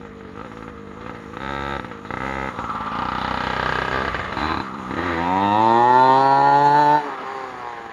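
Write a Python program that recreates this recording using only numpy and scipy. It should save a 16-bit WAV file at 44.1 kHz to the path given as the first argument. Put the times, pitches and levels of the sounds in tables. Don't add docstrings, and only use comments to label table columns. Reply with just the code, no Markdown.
import sys
import numpy as np
from scipy import signal
from scipy.fft import rfft, irfft
from scipy.io import wavfile
from scipy.ndimage import uniform_filter1d

SR = 44100
rng = np.random.default_rng(int(sys.argv[2]) if len(sys.argv) > 2 else 0)


def dump_mix(stems):
    frames = np.atleast_2d(stems).T
    limited = np.clip(frames, -1, 1)
    pcm = np.round(limited * 32767).astype(np.int16)
    wavfile.write(sys.argv[1], SR, pcm)


N = 349393
TIME = np.arange(N) / SR


def undb(db):
    return 10 ** (np.asarray(db) / 20)


def level(x, db):
    return x * undb(db) / np.sqrt(np.mean(x ** 2))


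def steady(x, window):
    return x / np.sqrt(uniform_filter1d(x ** 2, window) + 1e-12)


def curve(s, value):
    return np.interp(TIME, s, value)


def spell(s, span, ease_s=.1):
    return np.clip(np.minimum(s - span[0], span[1] - s) / ease_s + .5, 0, 1)


def walk(per_s):
    hold = int(SR / per_s)
    return uniform_filter1d(np.repeat(rng.standard_normal(N // hold + 1), hold), hold)[:N]


def clicks(s, size):
    at = np.clip(s * SR, 0, N - 2)
    i = at.astype(int)
    return np.bincount(i, size * (1 + i - at), N) + np.bincount(i + 1, size * (at - i), N)


def tail(x, decay_s):
    return signal.lfilter([1], [1, -np.exp(-1 / (decay_s * SR))], x)


def ring(x, hz, width_hz):
    x = signal.lfilter(*signal.iirpeak(hz, hz / width_hz, SR), x) * SR / (2 * np.pi * width_hz)
    return signal.lfilter(*signal.iirpeak(hz, hz / (3 * width_hz), SR), x)


def band(x, hz, width_hz):
    edges = np.clip([hz - width_hz / 2, hz + width_hz / 2], 5, 16000)
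    return signal.sosfilt(signal.butter(3, edges, "band", fs=SR, output="sos"), x)


def colour(x, hz, db, size=8192):
    bin_hz = np.arange(1, size // 2 + 2) * SR / size
    edge_hz, edge_db = np.r_[hz[0] / 3, hz, hz[-1] * 2], np.r_[db[0] - 30, db, db[-1] - 60]
    gain = undb(np.interp(np.log(bin_hz), np.log(edge_hz), edge_db))
    cepstrum = irfft(np.log(gain))
    cepstrum[1:size // 2] *= 2
    cepstrum[size // 2 + 1:] = 0
    response = irfft(np.exp(rfft(cepstrum)))[:size // 4]
    return signal.oaconvolve(x, response)[:N]


# start in seconds, crank turns to the next row,
# turns per firing, pop level in dB.
IDLE_FIRINGS = [(0.0509, 15, 15, -24.5), (0.3563, 3, 1, -28), (0.413, 2, 2, -20), (0.4469, 1, 1, -21),
                (0.462, 12, 3, -25), (0.6797, 14, 14, -22), (0.9549, 6, 3, -35), (1.0629, 2, 2, -19),
                (1.0952, 6, 3, -17.5), (1.2001, 5, 5, -29), (1.298, 4, 2, -37), (1.37, 2, 2, -14.5),
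                (1.4035, 6, 1, -18), (1.4921, 19, 1, -13.5), (1.766, 2, 2, -13), (1.7967, 3, 3, -13),
                (1.846, 4, 4, -17), (1.914, 7, 7, -19.5), (2.0502, 3, 3, -19.5), (2.106, 6, 2, -11),
                (2.2039, 3, 1, -13), (2.2494, 16, 1, -13), (2.4881, 6, 6, -13), (2.589, 6, 3, -10.5),
                (2.694, 12, 3, -14.5), (2.9174, 4, 2, -14), (2.988, 8, 2, -8), (3.1188, 36, 2, -8.5),
                (3.692, 14, 2, -1.5), (3.9127, 7, 1, -4.5), (4.0198, 4, 2, -7), (4.0794, 4, 4, -4),
                (4.145, 6, 3, -4.5), (4.242, 5, 5, -11.5), (4.323, 3, 3, -8), (4.3699, 2, 1, -3),
                (4.4016, 2, 1, -5.5), (4.4295, 2, 1, -1.5), (4.456, 2, 1, -2), (4.4813, 3, 1, -7),
                (4.519, 2, 2, -1.5), (4.5431, 4, 2, -2), (4.6013, 9, 9, -2.5), (4.7402, 3, 3, -17),
                (4.782, 8, 8, -21), (4.909, 4, 2, -7.5), (4.967, 1, 1, -11)]


def idling(sag_turns_per_s2=22, faint_share=.3, faint_db=-29):
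    start_s, turns, every, pop_db = np.transpose(IDLE_FIRINGS)
    turns, every = np.round(turns).astype(int), np.round(every).astype(int)
    first_turn = np.cumsum(turns) - turns
    turn = np.arange(-3, first_turn[-1])
    turn_s = np.interp(turn, first_turn, start_s) + np.minimum(turn, 0) / 52
    row = np.clip(np.searchsorted(first_turn, turn, "right") - 1, 0, None)
    since, until = turn_s - start_s[row], start_s[row + 1] - turn_s
    sag_s = sag_turns_per_s2 * since.clip(0) * until * (since + until) / turns[row] / 2
    turn_s -= (every[row] >= 4) * sag_s
    fired = (turn - first_turn[row]) % every[row] == 0
    missed_db = np.where(rng.random(len(turn)) < faint_share, faint_db, -np.inf)
    return turn_s, np.where(fired, np.interp(turn_s, start_s, pop_db), missed_db)


# time in seconds, crank turns per second.
AWAY_REVS = [(5.0, 83.0), (5.05, 90.8), (5.06, 90.5), (5.09, 86.7), (5.15, 82.1), (5.26, 87.4),
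             (5.36, 95.4), (5.45, 100.9), (5.52, 103.7), (5.57, 107.9), (5.62, 110.8), (5.84, 120.8),
             (5.87, 123.4), (5.97, 127.2), (6.21, 134.8), (6.41, 138.8), (6.45, 141.2), (6.51, 140.4),
             (6.64, 144.9), (6.7, 144.1), (6.8, 148.1), (6.86, 146.5), (6.97, 149.8), (7.05, 143.0),
             (7.17, 129.1), (7.24, 131.4), (7.33, 134.8), (7.49, 128.1), (7.58, 123.2), (7.66, 120.1),
             (7.88, 113.7), (7.92, 114.0)]
# time in seconds, pop level in dB.
AWAY_POPS = [(4.97, -12), (5.148, -8), (5.3, -9), (5.5, -7), (5.7, -4.5), (5.9, -7.5), (6.1, -4.5),
             (6.28, -6), (6.5, -6), (6.75, -7), (6.95, -6.5), (7.03, -22), (7.18, -29), (7.28, -23.5),
             (7.6, -25.5), (7.92, -28.5)]
FULL_THROTTLE_S = (5.05, 7.0)


def pulling_away(limp_s=(6.36, 6.56), limp_db=3):
    t = TIME[int(IDLE_FIRINGS[-1][0] * SR):]
    waver = 1 + .0025 * walk(per_s=16)[:len(t)]
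    turns_done = np.cumsum(np.interp(t, *np.transpose(AWAY_REVS)) * waver) / SR
    turn = np.arange(int(turns_done[-1]))
    turn_s = np.interp(turn, turns_done, t)
    scatter_db = 2.4 - 2 * spell(turn_s, FULL_THROTTLE_S)
    pop_db = np.interp(turn_s, *np.transpose(AWAY_POPS)) + scatter_db * rng.standard_normal(len(turn))
    pop_db -= turn % 2 * limp_db * spell(turn_s, limp_s)
    jitter_s = .00004 * scatter_db * rng.standard_normal(len(turn))
    return turn_s + jitter_s, pop_db


# frequency in Hz, width in Hz, relative gain in dB.
INTAKE_MODES = [(64, 170, -25), (118.5, 36, 5.5), (201, 99, 22), (338, 140, -13)]
# time in seconds, level in dB.
INTAKE_LEVELS = [(0, -41.5), (1.3, -39.5), (1.57, -40), (1.9, -40.5), (3.0, -39), (3.77, -38.5),
                 (4.222, -37), (4.5, -37.5), (4.9, -33)]


def intake(turn_s, lead_s=.001):
    s, air_db = np.transpose(INTAKE_LEVELS)
    puffs = clicks(turn_s - lead_s, undb(1.2 * rng.standard_normal(len(turn_s))))
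    air = sum(undb(db) * ring(puffs, hz, width) for hz, width, db in INTAKE_MODES)
    air = signal.sosfilt(signal.butter(5, 710, fs=SR, output="sos"), air)
    fade = curve([s[-1], s[-1] + .3], [1, 0])
    return undb(curve(s, air_db)) * steady(air, SR // 4) * fade


def intake_hum(turn_s, hum_db=-44, fade_s=(2.54, 2.68)):
    turns_per_s = curve(turn_s, 1 / np.gradient(turn_s))
    hz = (455 + 5.6 * (turns_per_s - 50)) * (1 + .0174 * walk(per_s=58.9))
    hum = np.sqrt(2) * np.sin(2 * np.pi * np.cumsum(hz) / SR)
    return hum * undb(hum_db + 1.3 * walk(per_s=51.5)) * curve(fade_s, [1, 0])


def rattle(turn_s, jolt, bands, beat=3, decay_s=.006, repeat_share=.4, ring_s=.018):
    shake = steady(1 + beat * tail(clicks(turn_s + .0022, jolt), decay_s), SR // 8)
    t = TIME[:SR // 20]
    drift = 2 * np.cumsum(np.abs(walk(per_s=2))) / SR
    clatter = 0
    for blend in (np.cos(drift), np.sin(drift)):
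        strike = rng.standard_normal(len(t)) * t * np.exp(-2 * t / ring_s)
        clatter += blend * signal.oaconvolve(clicks(turn_s, jolt), strike)[:N]
    clatter = np.sqrt(repeat_share) * steady(clatter, SR // 8)
    parts = 0
    for hz, width, db in bands:
        noise = np.sqrt(1 - repeat_share) * shake * rng.standard_normal(N)
        flicker = undb(1.8 * walk(per_s=25))
        parts += level(band(noise + clatter, hz, width), db) * flicker
    return level(parts, 0)


# centre in Hz, width in Hz, relative level in dB.
CLUTCH_BANDS = [(934, 285, -3.5), (1255, 240, 1)]
GEAR_BANDS = [(469, 554, 1.5), (1760, 656, 0.5), (1793, 2330, -3)]
# time in seconds, clutch level in dB, gear level in dB.
DRIVETRAIN_LEVELS = [(0, -51, -49), (.57, -44.5, -46.5), (.85, -46, -47.5), (1.1, -41, -43),
                     (1.28, -43.5, -45), (1.5, -43, -38), (1.75, -43, -38), (2.0, -42, -45.5),
                     (2.3, -40, -36), (2.45, -39, -36), (2.602, -30, -41.5), (3.001, -27.5, -36.5),
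                     (3.4, -32, -31), (3.9, -30, -29), (4.3, -32.5, -30.5), (4.5, -29.5, -30),
                     (4.75, -32, -42.5), (5.1, -28.5, -27.5), (5.3, -42, -33), (5.6, -45, -39),
                     (6.1, -45, -40), (6.5, -42, -37), (6.7, -45, -39), (6.95, -44, -39),
                     (7.05, -33.5, -35.5), (7.4, -36.5, -39), (7.92, -47, -42.5)]


def drivetrain(turn_s, jolt):
    s, clutch_db, gear_db = np.transpose(DRIVETRAIN_LEVELS)
    clutch = rattle(turn_s, jolt, CLUTCH_BANDS, beat=2.3, decay_s=.0029)
    gears = rattle(turn_s, jolt, GEAR_BANDS)
    return undb(curve(s, clutch_db)) * clutch + undb(curve(s, gear_db)) * gears


# centre in Hz, width in Hz, relative level in dB.
HISS_BANDS = [(2490, 207, -1.5), (2900, 690, -1.5), (3754, 720, 1), (4610, 770, -8.5)]


def hiss(turn_s, jolt, pop_db, closest_s=3.59, pass_s=1):
    window = int(.087 * SR)
    energy = clicks(turn_s, undb(2 * pop_db))
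    power = uniform_filter1d(uniform_filter1d(energy, window), window) * SR
    nearness = np.exp(-((TIME - closest_s) / pass_s) ** 2)
    db = -53.5 + 5 * np.log10(np.abs(power) + .0063) + 8 * nearness
    return undb(db) * rattle(turn_s, jolt, HISS_BANDS, repeat_share=.2)


# centre in Hz, width in Hz, relative level in dB.
FINE_HISS_BANDS = [(5600, 380, 0.5), (6746, 1000, 6), (8560, 1500, -2), (9780, 420, -7),
                   (10500, 2400, -6.5), (14200, 2400, -11)]
# time in seconds, level in dB.
FINE_HISS_LEVELS = [(0.0, -68), (0.26, -69.5), (0.57, -61), (0.77, -69), (1.7, -56.5), (1.98, -66),
                    (2.27, -55), (2.89, -59.5), (3.73, -52.5), (4.1, -55), (4.28, -60), (4.41, -53),
                    (4.76, -62.5), (4.83, -58), (6.22, -51), (6.29, -54), (6.88, -50), (7.15, -61),
                    (7.39, -59), (7.92, -65)]


def fine_hiss(turn_s, jolt):
    noise = rattle(turn_s, jolt, FINE_HISS_BANDS, beat=.82, decay_s=.012, repeat_share=0)
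    return undb(curve(*np.transpose(FINE_HISS_LEVELS))) * noise


# frequency in Hz, relative spectral level in dB.
HUSH = [(29, -40), (50, -26), (70, -10), (232, 1.5), (357, -3), (700, -10), (910, -30.5), (1540, -120)]
# time in seconds, level in dB before the gusts.
WIND_LEVELS = [(0, -50.5), (1.2, -44), (2.5, -50.5), (3.5, -47), (4.2, -38), (5, -51), (6.7, -61),
               (7.92, -59)]


def lane():
    hz, db = np.transpose(HUSH)
    bin_hz = np.arange(1, N // 2 + 2) * SR / N
    gain = undb(np.interp(np.log(bin_hz), np.log(hz), db))
    hush = irfft(rfft(rng.standard_normal(N)) * gain, N)
    wind = level(band(rng.standard_normal(N), hz=70, width_hz=45), 0)
    wind_db = curve(*np.transpose(WIND_LEVELS)) + 2 * walk(per_s=2.1)
    return level(hush, db=-50) + wind * undb(wind_db)


def silencer(x, hz=1250, width_hz=450):
    radius = np.exp(-np.pi * width_hz / SR)
    poles = [1, -2 * radius * np.cos(2 * np.pi * hz / SR), radius ** 2]
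    return signal.lfilter(poles[::-1], poles, x)


# time in seconds, view of the tailpipe from 0 to 8.
HEADINGS = [(0, 0), (2.5, 0), (3.0, 1), (3.3, 1), (3.7, 2), (4.2, 2), (4.36, 3), (4.8, 3), (5.0, 4),
            (5.14, 4), (5.3, 5), (5.5, 5), (5.8, 6), (6.2, 6), (6.55, 7), (6.99, 7), (7.07, 8)]
TAILPIPE_TONE = [(62.3, 27.5, 30.5, 29.5, 18, 19, 27.5, 9.5, 13, 17),
                 (100, 29, 20, 8, 24.5, 27, 20.5, 14, 17.5, 20),
                 (153, 23.5, 18.5, 24, 15, 23, 31, 22.5, 21.5, 13.5),
                 (212, 17, 23, 9, 11, 17, 27.5, 23, 11.5, 18.5),
                 (274, 26.5, 21.5, 6, 21.5, 27, 32.5, 24, 18, 24.5),
                 (329, 27, 21.5, 15.5, 23, 31.5, 28.5, 35, 28.5, 24.5),
                 (438, 23, 10, 22, 5, 20, 15, 23, 24.5, 34),
                 (527, 23.5, 19.5, 19, -12, 24, 28, 23.5, 22.5, 23.5),
                 (660, 8, -11, 14.5, 11.5, 3, 17, 26.5, 27.5, 17),
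                 (753, 26.5, 26.5, 22, 16.5, 19, 34, 21.5, 26.5, 34.5),
                 (848, 25, 26.5, 18, 24, 14.5, 25.5, 39, 38.5, 35.5),
                 (896, 28, 18, 19, 25.5, 17, 35, 41, 38.5, 20),
                 (963, 21, 30, 22.5, 25, 27, 38, 31.5, 39.5, 36),
                 (1022, 21, 18, 14, 11, 14.5, 24, 29.5, 21, 29),
                 (1108, 6, 4, 18, 11, 3, 21, 25.5, 19, 36.5),
                 (1183, 24, 27, 26, 21.5, 20, 20.5, 21.5, 14.5, 18),
                 (1320, 31, 24.5, 18.5, 13, 11, 22, 4, 6.5, 5),
                 (1375, 23.5, 25, 9, 3, 3, 2.5, 22.5, 25.5, 13),
                 (1640, 20, 12, 27.5, 19.5, 15, -8, 3.5, 10.5, 23.5),
                 (1851, 16, 3, -1, -4, 24, 21, 20, 18.5, 22.5),
                 (2040, 17.5, 15, 10, -10, 16, 1, -5.5, -12, -13),
                 (2340, 9, -8, -7, 9, -1, -4, -10, -10.5, 15), (2670, 11, -1, -7, 1, -3, 12.5, 3.5, 2.5, 0),
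                 (2930, 0.5, 15.5, 10.5, -20, -17, -1.5, -16, -5, -11),
                 (3460, -3, -10, -5, -11, -15, -10, -8, -1.5, -1),
                 (3630, 5.5, -2, 0, -5, -5, 12.5, -10.5, -7.5, -2),
                 (4060, -5, -10, -17, 16.5, 11, -19.5, 11, 10, 2),
                 (4010, -10, -3, -12, 1, -19, -22, -11, -16.5, -5),
                 (4570, -18.5, 3.5, 2.5, -11, -16, -10.5, -24, -1.5, 5)]
# frequency in Hz, width in Hz, start in seconds, end in seconds, gain in dB.
POP_RINGS = [(3700, 250, 1.36, 1.85, -16), (1290, 110, 1.4, 2.55, -14), (2110, 140, 2.08, 2.55, -11),
             (990, 90, 4.44, 4.56, -8), (2020, 400, 5.0, 5.42, -11), (3600, 500, 5.35, 6.25, -19),
             (4400, 250, 6.15, 6.9, -24)]


def exhaust(turn_s, pop_db, reflection_s=.0028, side_views=(1, 2)):
    heading = curve(*np.transpose(HEADINGS))
    size = undb(pop_db + .5 * rng.standard_normal(len(turn_s)))
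    pulses = clicks(turn_s, size)
    reflection_db = np.interp(heading, range(4), (-9, -9, -11, -30))
    reflection = undb(reflection_db) * clicks(turn_s + reflection_s, size)
    gas = undb(-46) * tail(pulses, decay_s=.006) * rng.standard_normal(N)
    drive = pulses - reflection + gas
    held_back = silencer(drive)
    tone_hz, *views = np.transpose(TAILPIPE_TONE)
    pops = np.zeros(N)
    for view, tone_db in enumerate(views):
        share = np.clip(1 - np.abs(heading - view), 0, 1)
        pops += share * colour(held_back if view in side_views else drive, tone_hz, tone_db)
    for hz, width, *span, db in POP_RINGS:
        pops += undb(db) * spell(TIME, span) * ring(drive, hz, width)
    return pops


def hedge_echo(pops, t60_s=.4, gap_s=.02, db=-25):
    t = TIME[:SR // 2]
    response = band(rng.standard_normal(len(t)), hz=1210, width_hz=2210)
    response *= undb(-60 * t / t60_s) * (t > gap_s)
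    return undb(db) * signal.fftconvolve(pops, response / np.linalg.norm(response))[:N]


def distant_fading(pops, spread_db=3, above_hz=1100, patch_hz=200, patch_s=.09):
    hz, t, spectrum = signal.stft(pops, SR, nperseg=1024)
    patches = rng.standard_normal(spectrum.shape)
    for _ in range(2):
        patches = uniform_filter1d(patches, int(patch_hz / hz[1]), axis=0)
        patches = uniform_filter1d(patches, int(patch_s / t[1]), axis=1)
    treble = np.clip(4 * (hz / above_hz - 1), 0, 1)[:, None]
    away = spell(t, (FULL_THROTTLE_S[0], np.inf))
    gain = undb(spread_db * treble * away * patches / patches.std())
    return signal.istft(spectrum * gain, SR, nperseg=1024)[1][:N]


def scene():
    turn_s, pop_db = np.hstack([idling(), pulling_away()])
    jolt = np.where(pop_db > -29, 1, .4)
    pops = distant_fading(exhaust(turn_s, pop_db))
    air = intake(turn_s) + intake_hum(turn_s)
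    rattles = drivetrain(turn_s, jolt) + hiss(turn_s, jolt, pop_db) + fine_hiss(turn_s, jolt)
    return (air + rattles + lane() + pops + hedge_echo(pops))[None]


def record(dry, dip_hz=8100, dip_width_hz=1500):
    x = signal.lfilter(*signal.iirnotch(dip_hz, dip_hz / dip_width_hz, SR), dry)
    x = signal.sosfilt(signal.butter(2, 45, "high", fs=SR, output="sos"), x)
    return signal.sosfilt(signal.ellip(10, .2, 80, 15800, fs=SR, output="sos"), x)


dry = scene()
out = record(dry)
dump_mix(out)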